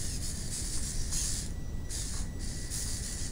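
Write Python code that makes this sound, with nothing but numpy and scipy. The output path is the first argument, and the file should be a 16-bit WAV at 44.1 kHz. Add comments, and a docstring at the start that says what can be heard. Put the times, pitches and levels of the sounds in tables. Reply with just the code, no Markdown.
"""In a small room with a wooden floor, a six-legged robot walks, pausing twice.
Its servos run in short bursts: gear teeth tick and rasp in plastic housings, and a whine follows each motor's speed.
Some gears sing out above the rasp, and slack gears snap over as a leg stops.
Servos that hold a load sing at their drive frequency; feet knock and scuff the boards.
A low rumble with a faint hiss fills the room."""
import sys
import numpy as np
from scipy import signal
from scipy.fft import rfft, irfft, next_fast_len
from scipy.io import wavfile

SR = 44100
rng = np.random.default_rng(int(sys.argv[2]) if len(sys.argv) > 2 else 0)


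def to_wav(sig):
    """Store sig (one row per channel, or 1-D mono) as 16-bit WAV at the path in sys.argv[1].

    Samples outside -1..1 are clipped; the rate is SR.
    """
    pcm = np.clip(np.atleast_2d(sig), -1, 1) * 32767
    pcm = np.round(pcm).astype(np.int16)
    wavfile.write(sys.argv[1], SR, pcm.T)  # frames by channels


N = 145971  # samples, about 3.3 s
ROOM_T60_S, ROOM_DB = 0.3, -5.5  # time for the room's tail to fall by 60 dB; its level beside the direct sound

# Leg moves: (start [s], length [s], level before the sag [dB], tooth rate at full speed [Hz],
# gear wobble at full speed [Hz], treble boost [dB], ringing of that leg [Hz], its strength [dB])
MOVES = [(-.06, 0.22, -40.5, 891, 120.3, 2.5, 6570, -14), (0.188, 0.12, -39.5, 891.2, 95.2, 3.5, 6830, -14),
         (0.315, 0.17, -44, 842, 60, 2, 6800, -18.5), (0.486, 0.12, -37.5, 1255, 69.2, 1, 8150, -12),
         (0.601, 0.14, -41, 1133, 107, 2, 6780, -23), (0.693, 0.085, -39, 1484, 161, 0, 8700, -7),
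         (0.791, 0.12, -39, 1158, 93, 1.5, 7650, -12), (0.907, 0.2, -44, 972, 49.6, -0.5, 5880, -10),
         (1.094, 0.16, -34.5, 1098, 150, 1.5, 6840, -11), (1.235, 0.16, -37, 1301, 83.56, 0.5, 7450, -12),
         (1.387, 0.026, -39.5, 711.6, 109, -4.5, 7000, -25.5), (1.88, 0.14, -39, 1204, 93, 0, 6730, -34),
         (2.018, 0.18, -42, 1335, 75.3, -1, 6640, -14.5), (2.378, 0.3, -45.5, 1075, 72, -1.5, 4630, -15.5),
         (2.687, 0.14, -36.5, 1015, 110.3, 6, 6720, -15), (2.83, 0.15, -40, 1196, 77.4, 1, 4840, -39),
         (2.993, 0.15, -40.5, 1163, 80, 0.5, 6900, -24), (3.146, 0.12, -41.5, 1088, 99, -3, 7000, -15)]
FRAME_HZ, FRAME_WIDTH_HZ, FRAME_DB = 1826.7, 520, -58.5
FRAME_FOLLOW = 0.28  # below 1, the drone changes less than the motors' effort


def servos():
    """All the leg moves, each from its own place in the room, and the drone that they stir in the frame."""
    out, effort = np.zeros((2, N))
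    for start, *settings in MOVES:
        sound, push = move(*settings)
        add(out, start, room(bounce(sound), ROOM_DB))
        add(effort, start, push)
    drone = rng.standard_normal(N)
    for _ in range(2):
        drone = ring(drone, FRAME_HZ, FRAME_WIDTH_HZ)
    return out + amp(FRAME_DB) * unit(drone * effort ** FRAME_FOLLOW)


SPIN_UP_S, COAST_S, SAG_DB_PER_S = 0.052, 0.03, -9.5
SLOW_SHARE, SPEED_WAVER = 0.8, 0.02  # speed at the ends of a move, and its unsteadiness, as shares
WOBBLE, CHATTER_DB = 0.17, 1.0  # depth of the gear wobble; size of the faster loudness wander
TOOTH_SPREAD_DB, RASP_DB, LEG_WIDTH_HZ = 6, 9, 440
FIZZ_HZ = 12300  # the treble boost is full from here up
WHINE_DB, MESH_ROUGH = -12.5, 0.8  # level beside the gears; roughness 0-1
# Tones of the whine, before the housing colours them: (multiple of the tooth rate, level [dB])
WHINE_TONES = [(4, 5.5), (5, 6), (6, 10)]
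# How the plastic housing colours sound: (frequency [Hz], relative level [dB])
HOUSING = [(300, -26), (1100, -14), (2600, -14), (3300, -10), (4000, -4.5), (4800, 1.5), (5900, -1.5),
           (6800, 2.5), (8200, 0.5), (10000, 2), (11050, -9.5), (13000, -16.5), (15500, -13.5)]


def move(length, db, tooth_hz, wobble_hz, fizz_db, leg_hz, leg_db):
    """One servo speeds up, slows and coasts: uneven ticks, sliding rasp, rough whine. Returns sound and effort."""
    t = np.arange(0, length + 5 * COAST_S, 1 / SR)
    spin_up = np.sin(np.pi / 2 * np.minimum(t / SPIN_UP_S, 1)) ** 2
    coast = np.exp(-np.maximum(t - length, 0) / COAST_S)
    effort = amp(db + SAG_DB_PER_S * t) * spin_up * coast

    arch = np.sin(np.pi * np.minimum(t / (length + COAST_S), 1))
    speed = (SLOW_SHARE + (1 - SLOW_SHARE) * arch) * (1 + SPEED_WAVER * drift(t, rate_hz=60))
    travel = np.cumsum(speed) / SR
    teeth = travel * tooth_hz  # running count of teeth

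    strength, slide = rng.standard_normal((len(t), 2)).T
    tooth_passes = np.diff(np.floor(teeth), prepend=0)
    ticks = tooth_passes * amp(TOOTH_SPREAD_DB * np.clip(strength, -2, 2)) * np.sign(slide)
    rasp = slide * (0.96 + np.exp(-(teeth % 1) / 0.19))  # strongest just after each tooth meets
    gears = unit(ticks) + amp(RASP_DB) * unit(rasp)
    gears = shape(gears, lambda f: amp(fizz_db * np.minimum(f / FIZZ_HZ, 1) ** 4))
    gears = colour(gears, HOUSING)
    gears = unit(gears + amp(leg_db) * unit(ring(gears, leg_hz, LEG_WIDTH_HZ)))

    whine = sum(amp(level) * strand(k * teeth, MESH_ROUGH) for k, level in WHINE_TONES)
    whine = colour(whine, HOUSING)
    wobble = unit(1 + WOBBLE * np.sin(2 * np.pi * wobble_hz * travel))
    chatter = amp(CHATTER_DB * drift(t, rate_hz=350))
    return effort * wobble * chatter * (gears + amp(WHINE_DB) * whine), effort


BOUNCE_S, BOUNCE_SHIFT_S, BOUNCE_DB = 0.0016, 0.000163, -9.5  # average delay, its drift, echo level


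def bounce(x):
    """The floor reflects a servo with a delay that shifts as the leg swings, so its colour keeps changing."""
    t = np.arange(len(x)) / SR
    delay = BOUNCE_S * (0.5 + rng.random()) + BOUNCE_SHIFT_S * drift(t, rate_hz=5.02)
    fine = signal.resample_poly(x, 4, 1)  # finer steps let the delay slide smoothly
    fine_t = np.linspace(0, len(x) / SR, len(fine), endpoint=False)
    echo = np.interp(t - delay, fine_t, fine, left=0)
    return (x + amp(BOUNCE_DB) * echo) / np.hypot(1, amp(BOUNCE_DB))


WHINE_WAVER, WHINE_ROOM_DB = 0.0036, -7.5  # pitch unsteadiness as a share; level of the room's tail
# Gears that sing out above the rasp: (start [s], length [s], pitch at start [Hz],
# in the middle [Hz], at the end [Hz], level [dB], roughness [0-1])
WHINES = [(0.088, 0.084, 2790, 2660, 2390, -59.5, .7), (.075, .095, 5400, 5230, 5050, -49.5, .5),
          (.82, 0.075, 5660, 5789, 5640, -48.5, .55), (.94, .11, 5700, 5750, 5400, -52, .55),
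          (1.126, 0.131, 7000, 6640, 5890, -40.5, 0.7), (1.145, .095, 2850, 3290, 2800, -53, .35),
          (1.15, .105, 2680, 2770, 2370, -57, .45), (1.32, 0.0876, 4100, 3693, 3300, -56.5, .8),
          (1.92, 0.143, 3414, 3720, 3393, -54, .9), (2.101, 0.13, 4340, 4150, 3800, -55, 1),
          (2.849, 0.11, 4840, 4770, 4570, -48, 0.78), (3.182, 0.1, 2800, 3290, 2820, -61, .6)]


def whines():
    """A fast gear sings briefly, gliding with the speed of its motor."""
    out = np.zeros(N)
    for start, length, *pitch_hz, db, rough in WHINES:
        t = np.arange(0, length, 1 / SR)
        glide = np.polyfit([0, 0.5, 1], pitch_hz, 2)
        hz = np.polyval(glide, t / length) * (1 + WHINE_WAVER * drift(t, rate_hz=84.4))
        swell = np.sin(np.pi * t / length) ** 0.5
        add(out, start, amp(db) * swell * strand(np.cumsum(hz) / SR, rough))
    return out


WHINE_SPREAD = 0.065  # half width of a rough whine, as a share of its pitch


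def strand(turns, rough):
    """A gear-mesh tone: a clean line, blurred by uneven teeth into a narrow band that glides with it."""
    t = np.arange(len(turns)) / SR
    spread_hz, rough = WHINE_SPREAD * turns[-1] / t[-1], np.clip(rough, 0, 1)
    phase = 2 * np.pi * turns
    blur = unit(drift(t, spread_hz) * np.cos(phase) + drift(t, spread_hz) * np.sin(phase))
    return np.sqrt(2 * (1 - rough ** 2)) * np.sin(phase) + rough * blur


SNAP_DECAY_S = 0.00092
# Slack gears snapping over as a leg stops: (time [s], peak level [dB])
SNAPS = [(0.782, -30), (1.4632, -31), (1.5068, -38)]


def snaps():
    """Slack gear teeth knock together once and tick the housing."""
    out, t = np.zeros(N), np.arange(SR // 50) / SR
    for start, db in SNAPS:
        tick = colour(rng.standard_normal(len(t)) * np.exp(-t / SNAP_DECAY_S), HOUSING)
        add(out, start, amp(db) * tick / abs(tick).max())
    return out


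DRIVE_HZ, DRIVE_WAVER_DB = 1953, 1.1  # the waver grows with each harmonic
SECOND_DB, FIFTH_DB = -12, -11.5  # harmonics that are the same in every hold
HOLD_FADE_S = 0.02
# Servos holding a load: (start [s], length without the added fade time [s], level [dB],
# 3rd harmonic [dB], 4th harmonic [dB])
HOLDS = [(1.468, 0.0676, -66, 0, -10.5), (1.539, 0.063, -63.5, -12, -2), (1.6, 0.11, -64, 1, -13),
         (1.718, 0.1, -63, -15.5, -7), (1.832, 0.1, -60, -4, -9), (2.244, 0.3, -62.5, -7.5, -5),
         (2.55, 0.15, -57, -12, -29), (2.79, 0.47, -60, -12.5, -6)]


def holding():
    """The pulsed drive current makes loaded motors sing on one thin pitch; its overtones shift with the load."""
    out = np.zeros(N)
    for start, length, db, third_db, fourth_db in HOLDS:
        t = np.arange(0, length + HOLD_FADE_S, 1 / SR)
        turn = 2 * np.pi * DRIVE_HZ * (t + round(start * SR) / SR)  # all holds share one clock
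        tone = np.zeros(len(t))
        for k, level in enumerate([0, SECOND_DB, third_db, fourth_db, FIFTH_DB]):
            waver_db = DRIVE_WAVER_DB * np.sqrt(k + 0.5) * drift(t, rate_hz=18)
            tone += amp(level + waver_db) * np.sin((k + 1) * turn)
        fade = np.minimum(np.minimum(t, t[-1] - t) / HOLD_FADE_S, 1)
        add(out, start, np.sqrt(2) * amp(db) * tone * fade)
    return out


SCUFF_GRAIN_DB = -0.5  # size of the quick loudness wander
# Feet knocking (short) or scuffing (long): (start [s], fade time [s], level before the fades [dB])
SCUFFS = [(.772, .009, -48), (1.12, .009, -47), (2.136, .011, -45.5), (2.165, .075, -55), (2.858, .04, -56)]
# How the floorboards sound: (frequency [Hz], relative level [dB])
BOARD = [(150, -18), (500, 6.5), (1100, 12), (1800, 4), (3500, -14), (9000, -42)]


def feet():
    """Each foot lands and slips in small grains that sound the floorboards."""
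    out = np.zeros(N)
    for start, length, db in SCUFFS:
        t = np.arange(0, 3 * length, 1 / SR)
        grains = rng.standard_normal(len(t)) * amp(SCUFF_GRAIN_DB * drift(t, rate_hz=220))
        fade = np.minimum(t / 0.0033, 1) * np.exp(-(t / length) ** 2)
        add(out, start, amp(db) * colour(grains, BOARD) * fade)
    return out


FLOOR_DB, RUMBLE_TOP_HZ = -35, 60
# Room rumble and hiss: (frequency [Hz], relative level [dB])
ROOM_NOISE = [(14, 8), (25, 1.5), (45, -3), (75, -6), (100, -10), (135, -12.5), (170, -16), (250, -19.5),
              (400, -28), (870, -38.5), (1300, -44), (2200, -50), (6000, -46), (10000, -54), (12500, -63.5),
              (15500, -47.5)]
# Gain of the deepest rumble as time passes: (time [s], level [dB])
RUMBLE = [(0, -1), (.7, -1), (1, 2.5), (1.5, -4), (2.1, -1), (3.3, -3.5)]


def background():
    """Low rumble with a faint hiss above it; the deepest part swells, dips and partly returns."""
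    noise = colour(rng.standard_normal(N), ROOM_NOISE)
    low = shape(noise, lambda f: 1 / (1 + (f / RUMBLE_TOP_HZ) ** 4))
    low_gain = amp(np.interp(np.arange(N) / SR, *np.transpose(RUMBLE)))
    noise = noise + low * (low_gain - 1)
    return amp(FLOOR_DB) * unit(shape(noise, lambda f: f ** 2 / (f ** 2 + 10 ** 2)))


def room(x, wet_db):
    """Adds a short tail of scattered reflections."""
    t = np.arange(SR // 2) / SR
    hits = rng.random(len(t)) < 3000 / SR  # about 3000 reflections a second
    taps = rng.standard_normal(len(t)) * hits * (t > 0.003) * amp(-60 * t / ROOM_T60_S)
    return signal.fftconvolve(x, (t == 0) + amp(wet_db) * taps / np.linalg.norm(taps))


def amp(db):
    """Decibels to gain."""
    return 10 ** (np.asarray(db) / 20)


def unit(x):
    """Scales to rms (average strength) 1."""
    return x / np.sqrt(np.mean(x ** 2) + 1e-20)


def add(mix, s, sound):
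    """Mixes a sound in at a time in seconds, cutting off what falls outside."""
    at = round(s * SR)
    sound = sound[max(-at, 0):]
    part = mix[max(at, 0):][:len(sound)]
    part += sound[:len(part)]


def shape(x, gain):
    """Filters by a gain given as a function of frequency."""
    size = next_fast_len(len(x) + 2048)
    return irfft(rfft(x, size) * gain(np.fft.rfftfreq(size, 1 / SR)), size)[:len(x)]


def colour(x, points):
    """Filters a signal through a curve of (frequency [Hz], level [dB]) points, then scales it to rms 1."""
    hz, db = np.transpose(points)
    return unit(shape(x, lambda f: amp(np.interp(np.log(f + 1), np.log(hz), db))))


def ring(x, hz, width_hz):
    """One resonance with gain 1 at its peak."""
    return signal.lfilter(*signal.iirpeak(hz, hz / width_hz, SR), x)


def drift(t, rate_hz):
    """Smooth random wandering of about rms 1: 16 slow waves at rates up to rate_hz."""
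    draw = rng.random((16, 2))
    waves = np.sin(2 * np.pi * (rate_hz * draw[:, :1] * t + draw[:, 1:]))
    return waves.sum(0) / np.sqrt(8)


def scene():
    """The robot in the room."""
    singing = room(whines(), WHINE_ROOM_DB)[:N]
    knocks = room(feet() + snaps(), ROOM_DB)[:N]
    return (servos() + singing + knocks + holding() + background())[None]


NOTCH_HZ, NOTCH_WIDTH_HZ, EDGE_HZ = 12000, 520, 15700


def record(dry):
    """Leaves a narrow gap in the treble around 12 kHz, then limits the band at the top."""
    x = shape(dry[0], lambda f: 1 - np.exp(-((f - NOTCH_HZ) / NOTCH_WIDTH_HZ) ** 2))
    low_pass = signal.firwin(511, EDGE_HZ, window=("kaiser", 9), fs=SR)
    return signal.oaconvolve(x, low_pass, "same")[None]


dry = scene()
out = record(dry)
to_wav(out)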